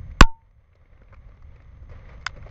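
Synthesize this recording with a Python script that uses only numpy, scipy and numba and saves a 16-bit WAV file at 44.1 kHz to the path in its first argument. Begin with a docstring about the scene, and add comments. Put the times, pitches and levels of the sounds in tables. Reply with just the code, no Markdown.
"""Forest floor just after a blast, heard by a small camera lying on the ground in a closed housing.
A chip strikes the housing hard: contact pulses ring its modes, a pressure swing overloads the input,
an inner part rings on and the gain control ducks, then creeps up. A smaller chip hits about two seconds later.
Close by, soil and sticks land as shaped noise bursts; farther off debris patters as wash and grains.
Behind it all the rumble of the blast, low coloured noise, swells and ebbs through the trees."""
import sys
import numpy as np
from scipy import signal
from scipy.fft import rfft, irfft
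from scipy.io import wavfile
from scipy.ndimage import uniform_filter1d
from numba import njit

SR = 44100
rng = np.random.default_rng(int(sys.argv[2]) if len(sys.argv) > 2 else 0)


def persist_wave(psi):
    """Save psi, clipped to +-1, as 16-bit WAV."""
    counts = np.round(np.clip(psi, -1, 1) * 32767).astype(np.int16)
    wavfile.write(sys.argv[1], SR, np.atleast_2d(counts).T)


N = 110250  # 2.5 s
TIME = np.arange(N) / SR


def undb(db):
    """Decibels to an amplitude factor."""
    return 10 ** (np.asarray(db, float) / 20)


def unit(x):
    """Scale to an RMS of 1."""
    return x / np.sqrt(np.mean(x ** 2))


def curve(rows):
    """A (time [s], value) table read at every sample."""
    return np.interp(TIME, *np.array(rows, float).T)


def colour(x, points):
    """Shape noise by (frequency [Hz], gain [dB]); level below the first point, nearly silent above the last."""
    hz, db = np.array(points, float).T
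    f = np.maximum(np.fft.rfftfreq(N, 1 / SR), 1)
    gain = undb(np.interp(np.log(f), np.log(hz), db, right=-120))
    return irfft(rfft(x) * gain, N)


def band(x, hz, width):
    """One resonance with unity gain at its peak."""
    return signal.lfilter(*signal.iirpeak(hz, hz / width, fs=SR), x)


def modes(x, table):
    """Decaying sines rung by x; neighbours swing in opposite sense."""
    out = np.zeros(N)
    for k, (hz, db, t60) in enumerate(table):
        pole = np.exp((2j * np.pi * hz - np.log(1000) / t60) / SR)
        ring = signal.lfilter([1], [1, -pole], x + 0j).imag
        out += (-1) ** k * undb(db) * ring
    return out


def lobe(start, length):
    """One half-sine push of height 1."""
    u = (TIME - start) / length
    return np.sin(np.pi * np.clip(u, 0, 1))


def walk(rate):
    """Random levels, `rate` per second, with straight glides between them."""
    k = int(SR / rate)
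    return uniform_filter1d(np.repeat(rng.standard_normal(N // k + 1), k), k)[:N]


# chips touching the housing at the microphone, several contacts each:
# (time [s], impulse level [dB], contact length [s])
CHIP_CONTACTS = [(.2079, 16.5, .00015), (.2086, 20.5, .0002), (.2094, 17.5, 0.00019), (.2103, 16, 0.0002),
                 (.2120, 7, 0.00031), (2.2639, -17, 0.00011), (2.2647, -12.5, 0.00016),
                 (2.2655, -10.5, 0.00011), (2.2661, -11, 0.000084)]


def contact_force():
    """Each contact is a brief half-sine push, scaled so that its length does not change its impulse."""
    return sum(undb(db) * lobe(s, length) / (length * SR) for s, db, length in CHIP_CONTACTS)


# vibration modes of the housing wall: (frequency [Hz], level [dB], decay by 60 dB [s])
SHELL_MODES = [(722.4, -9, .028), (1032.6, -4.5, 0.032), (1320, -7, 0.014), (1487.4, -5, .018),
               (2091.3, -4, 0.018), (2560, -11.5, 0.011), (3545, -10, .011), (4200, -8, .004),
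               (5140, -7, 0.0063), (5870, -9, .008), (6370, -11, .007), (7550, -13, .015)]
RATTLE_DB, RATTLE_T60_S = -28, .07
RATTLE_HZ, RATTLE_WIDTH_HZ = 2200, 3200
CRACK_DB, CRACK_HZ, CRACK_WIDTH_HZ = 15.5, 4380, 9500
SHELL_LOW_HZ = 620  # the small housing radiates little below this


def housing(force):
    """The contacts ring the wall, snap broadly and leave a noisy rattle that decays."""
    fade = signal.lfilter([1], [1, -1000 ** (-1 / (RATTLE_T60_S * SR))], force)
    noise = rng.standard_normal(N)
    for _ in range(2):
        noise = band(noise, RATTLE_HZ, RATTLE_WIDTH_HZ)
    rattle = undb(RATTLE_DB + 7 * walk(300)) * fade * noise
    crack = undb(CRACK_DB) * band(force, CRACK_HZ, CRACK_WIDTH_HZ)
    high_pass = signal.butter(N=3, Wn=SHELL_LOW_HZ, btype="high", fs=SR, output="sos")
    return signal.sosfilt(high_pass, modes(force, SHELL_MODES) + rattle + crack)


SQUEEZE_S, SQUEEZE_LEN_S, SQUEEZE_DB = .2111, 0.0023, 15.5
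SUCK_S, SUCK_RISE_S, SUCK_DB = .2131, .0057, 20.5


def air_pump():
    """The hard blow squeezes the air around the microphone, then sucks at it and lets go slowly."""
    squeeze = undb(SQUEEZE_DB) * lobe(SQUEEZE_S, SQUEEZE_LEN_S)
    u = np.maximum(TIME - SUCK_S, 0) / SUCK_RISE_S
    suck = undb(SUCK_DB) * u * np.exp(1 - u)  # peaks at u = 1
    return squeeze - suck


# longer ring of an inner part: (frequency [Hz], relative level [dB], decay by 60 dB [s])
INNER_MODES = [(904, -2, .28), (926.2, -15, .15), (1280, -20, .14), (1280, -9, .09), (1380, -1, 0.092),
               (1440, -13, .13), (1960.4, -9, 0.073), (721.6, -4, .05)]
INNER_S, INNER_DB = .21, -2


def inner_part():
    """One short push from the hard blow sets a part inside the camera ringing."""
    push = lobe(INNER_S, 0.00023) / (0.00018 * SR)
    return undb(INNER_DB) * modes(push, INNER_MODES)


def strikes():
    """Both chips sound the housing; the hard blow also pumps the air and rings the inner part."""
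    return housing(contact_force()) + air_pump() + inner_part()


# clods and sticks landing nearby: (time [s], thud level [dB], low knock level [dB],
# middle knock level [dB], high knock level [dB], rustle level [dB], fading length [ms])
NEAR_LANDINGS = [(0.114, -70, -63, -78, -56, -71, 7.1), (0.416, -62, -72, -58, -53, -79, 6),
                 (0.51, -57.5, -57, -60, -57, -67.5, 7.2), (0.718, -66, -69.5, -55, -69, -79.5, 6),
                 (0.73, -69, -60, -58, -49.5, -76, 8), (0.754, -55.5, -45, -54.5, -57, -55, 4.95),
                 (0.855, -49, -63, -65, -50, -76, 6), (0.928, -55.5, -50.5, -57, -55, -73.5, 12),
                 (0.975, -49, -66, -51.5, -51, -74, 5.5), (1.017, -37.5, -50, -45.5, -59, -70, 8),
                 (1.033, -57, -65, -54.5, -52.5, -66, 4.75), (1.084, -58, -53, -64, -52.5, -79.5, 9.7),
                 (1.126, -49, -43.5, -39.5, -50.5, -65, 14.8), (1.142, -68, -60, -46, -44, -60, 9.1),
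                 (1.163, -55, -63.5, -52, -53, -71.5, 10), (1.287, -51.5, -45.5, -57.5, -60, -71.5, 10.4),
                 (1.344, -62, -55, -55, -69, -74, 8.2), (1.368, -54.5, -60, -76, -70, -66.5, 4.5),
                 (1.422, -64, -56, -46, -57, -63.5, 6.1), (1.559, -53, -56, -56, -52.5, -65.5, 7.5),
                 (1.602, -45, -55, -52, -48.5, -75, 6), (1.62, -59, -58, -59, -60.5, -65.5, 7.1),
                 (1.824, -51.5, -66.5, -68.5, -71, -73, 13), (1.894, -48.5, -54, -51.5, -55, -65.5, 11),
                 (1.912, -66, -44.5, -52, -53, -66, 15), (1.955, -56, -60, -56, -60.5, -77, 15),
                 (1.989, -63, -67, -64, -59, -69.5, 8), (2.09, -75, -51, -51.5, -50.5, -67, 14),
                 (2.132, -67.5, -50, -53.5, -57, -67, 6), (2.21, -68.5, -66.5, -67, -62, -69, 15),
                 (2.225, -73, -58, -67, -58.5, -67.5, 6), (2.362, -53, -50, -56.5, -57, -69, 18),
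                 (2.426, -66, -67, -52.5, -54, -71, 10), (2.461, -53.5, -42.5, -57, -55, -70.5, 16),
                 (2.49, -65, -59, -59, -55.5, -64.5, 8)]
# bands of thud, low, middle and high knock, rustle: (frequency [Hz], width [Hz])
THUD_TO_RUSTLE = [(260, 640), (540, 240), (1200, 640), (2050, 890), (4500, 3200)]
CRUNCH_PER_S, CRUNCH_DB = 500, 3.5  # level flutter of crumbs within a landing


def landings():
    """Short crunchy noise bursts, each landing with its own mix of thud, knocks and rustle."""
    out = np.zeros(N)
    crumbs = undb(CRUNCH_DB * walk(CRUNCH_PER_S))
    for k, (hz, width) in enumerate(THUD_TO_RUSTLE):
        noise = crumbs * rng.standard_normal(N)
        for _ in range(3):
            noise = band(noise, hz, width)
        for row in NEAR_LANDINGS:
            start, length_ms = int(row[0] * SR), row[-1]
            count = min(int(length_ms * SR / 400), N - start)  # 2.5 fading lengths
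            ms = np.arange(count) * 1000 / SR
            shape = np.clip(ms / .8, 0, 1) * np.exp(-(ms / length_ms) ** 2)
            burst = shape * noise[start:start + count]
            # give every burst the energy of its shape, whatever the noise did
            even = np.sqrt(np.sum(shape ** 2) / np.sum(burst ** 2))
            out[start:start + count] += undb(row[1 + k]) * burst * even
    return out


# colour of the falling soil: (frequency [Hz], relative density [dB per Hz])
PATTER_COLOUR = [(200, -4.5), (400, -5.5), (800, -4), (1600, -8), (2600, -18.5), (3500, -18), (5000, -27.5),
                 (6300, -28.5), (7000, -53)]
# the patter before the housing adds its resonances: (time [s], level [dB])
PATTER_LEVEL = [(0, -64), (.2, -64), (.5, -63), (.8, -60.5), (1.3, -60), (1.7, -62.5), (1.87, -64),
                (1.92, -57.5), (2.04, -60), (2.11, -57.5), (2.3, -61), (2.5, -59)]
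GRAINS_PER_S, GRAIN_SPREAD_DB = 330, 2.5
GRAIN_SHARE_DB, GRAIN_S = -4, 0.0018  # level before colouring, decay time constant


def patter():
    """A smooth wash of far debris plus short decaying noise grains of nearer crumbs."""
    falls = rng.random(N) < GRAINS_PER_S / SR
    size = falls * undb(GRAIN_SPREAD_DB * rng.exponential(size=N))
    decay = signal.lfilter([1], [1, -np.exp(-1 / (GRAIN_S * SR))], size)
    grains = decay * rng.standard_normal(N)
    wash = rng.standard_normal(N) * undb(2.5 * walk(14))
    debris = colour(wash + undb(GRAIN_SHARE_DB) * unit(grains), PATTER_COLOUR)
    return unit(debris) * undb(curve(PATTER_LEVEL))


# air resonances in the closed housing: (frequency [Hz], width [Hz], added level [dB])
HOUSING_AIR = [(529, 90, 9), (1160, 170, 2.4), (2076, 250, 11)]


def through_housing(debris):
    """The enclosed air resonates along with the patter outside."""
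    return debris + sum(undb(db) * band(debris, hz, width) for hz, width, db in HOUSING_AIR)


# colour of the far rumble: (frequency [Hz], relative density [dB per Hz])
RUMBLE_COLOUR = [(8.8, -29), (15, 3), (86, -1), (122, -7), (194, -20.5), (239, -24), (330, -34),
                 (430, -60.5), (730, -120)]
# rumble rolling through the forest, before its random wander: (time [s], level [dB])
RUMBLE_LEVEL = [(0, -36), (.3, -38.5), (.55, -42), (.8, -38), (1.3, -36.5), (1.9, -39), (2.5, -41.5)]


def rumble():
    """Low coloured noise that rolls in and out, its level wandering a little at random."""
    noise = unit(colour(rng.standard_normal(N), RUMBLE_COLOUR))
    return noise * undb(curve(RUMBLE_LEVEL) + 2.5 * walk(9))


def scene():
    """Sum of all that reaches the microphone, from the housing outwards."""
    return (strikes() + landings() + through_housing(patter()) + rumble())[None]


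@njit
def follow(db, attack, hold, release):
    """Peak level in dB: rises fast, holds, then sinks at a steady rate."""
    out, e, wait = np.empty(len(db)), db[0], 0.
    for i in range(len(db)):
        if db[i] > e:
            e, wait = e + (db[i] - e) * attack, hold
        elif wait > 0:
            wait -= 1
        else:
            e -= release
        out[i] = e
    return out


CEILING_DB, DEEPEST_CUT_DB = -1, 15
DUCK_S, WAIT_S, RECOVER_DB_S = 0.0018, 0.42, 9  # duck time constant, hold, recovery in dB per second


def gain_control(x):
    """Cut what passes the ceiling, wait, then creep back."""
    over = np.clip(20 * np.log10(np.abs(x) + 1e-9) - CEILING_DB, 0, DEEPEST_CUT_DB)
    return x * undb(-follow(over, 1 / (DUCK_S * SR), WAIT_S * SR, RECOVER_DB_S / SR))


def low_pass(x, hz, stop_db):
    """Steep top cut without delay; what then passes full scale is clipped."""
    sos = signal.ellip(8, .1, stop_db, hz, fs=SR, output="sos")
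    return np.clip(signal.sosfiltfilt(sos, x), -1, 1)


WHINE_HZ, WHINE_DB, HISS_DB = 6315, -81.5, -97  # levels where each is added
BASS_HZ, BASS_Q = 9.4, .57
CLIP_DB = 0.18
CAMERA_HZ, TOP_HZ = 7550, 15800


def record(dry):
    """Camera: electronic whine, bass cut, gain control, overload, narrow band, hiss, final top cut."""
    x = dry[0] + undb(WHINE_DB) * np.sin(2 * np.pi * WHINE_HZ * TIME)
    w = 2 * np.pi * BASS_HZ
    x = signal.lfilter(*signal.bilinear([1, 0, 0], [1, w / BASS_Q, w ** 2], SR), x)
    x = gain_control(x)
    x = np.clip(x, -undb(CLIP_DB), undb(CLIP_DB))
    x = low_pass(x, CAMERA_HZ, stop_db=50)
    x = x + undb(HISS_DB) * rng.standard_normal(N)
    return low_pass(x, TOP_HZ, stop_db=40)[None]


dry = scene()
out = record(dry)
persist_wave(out)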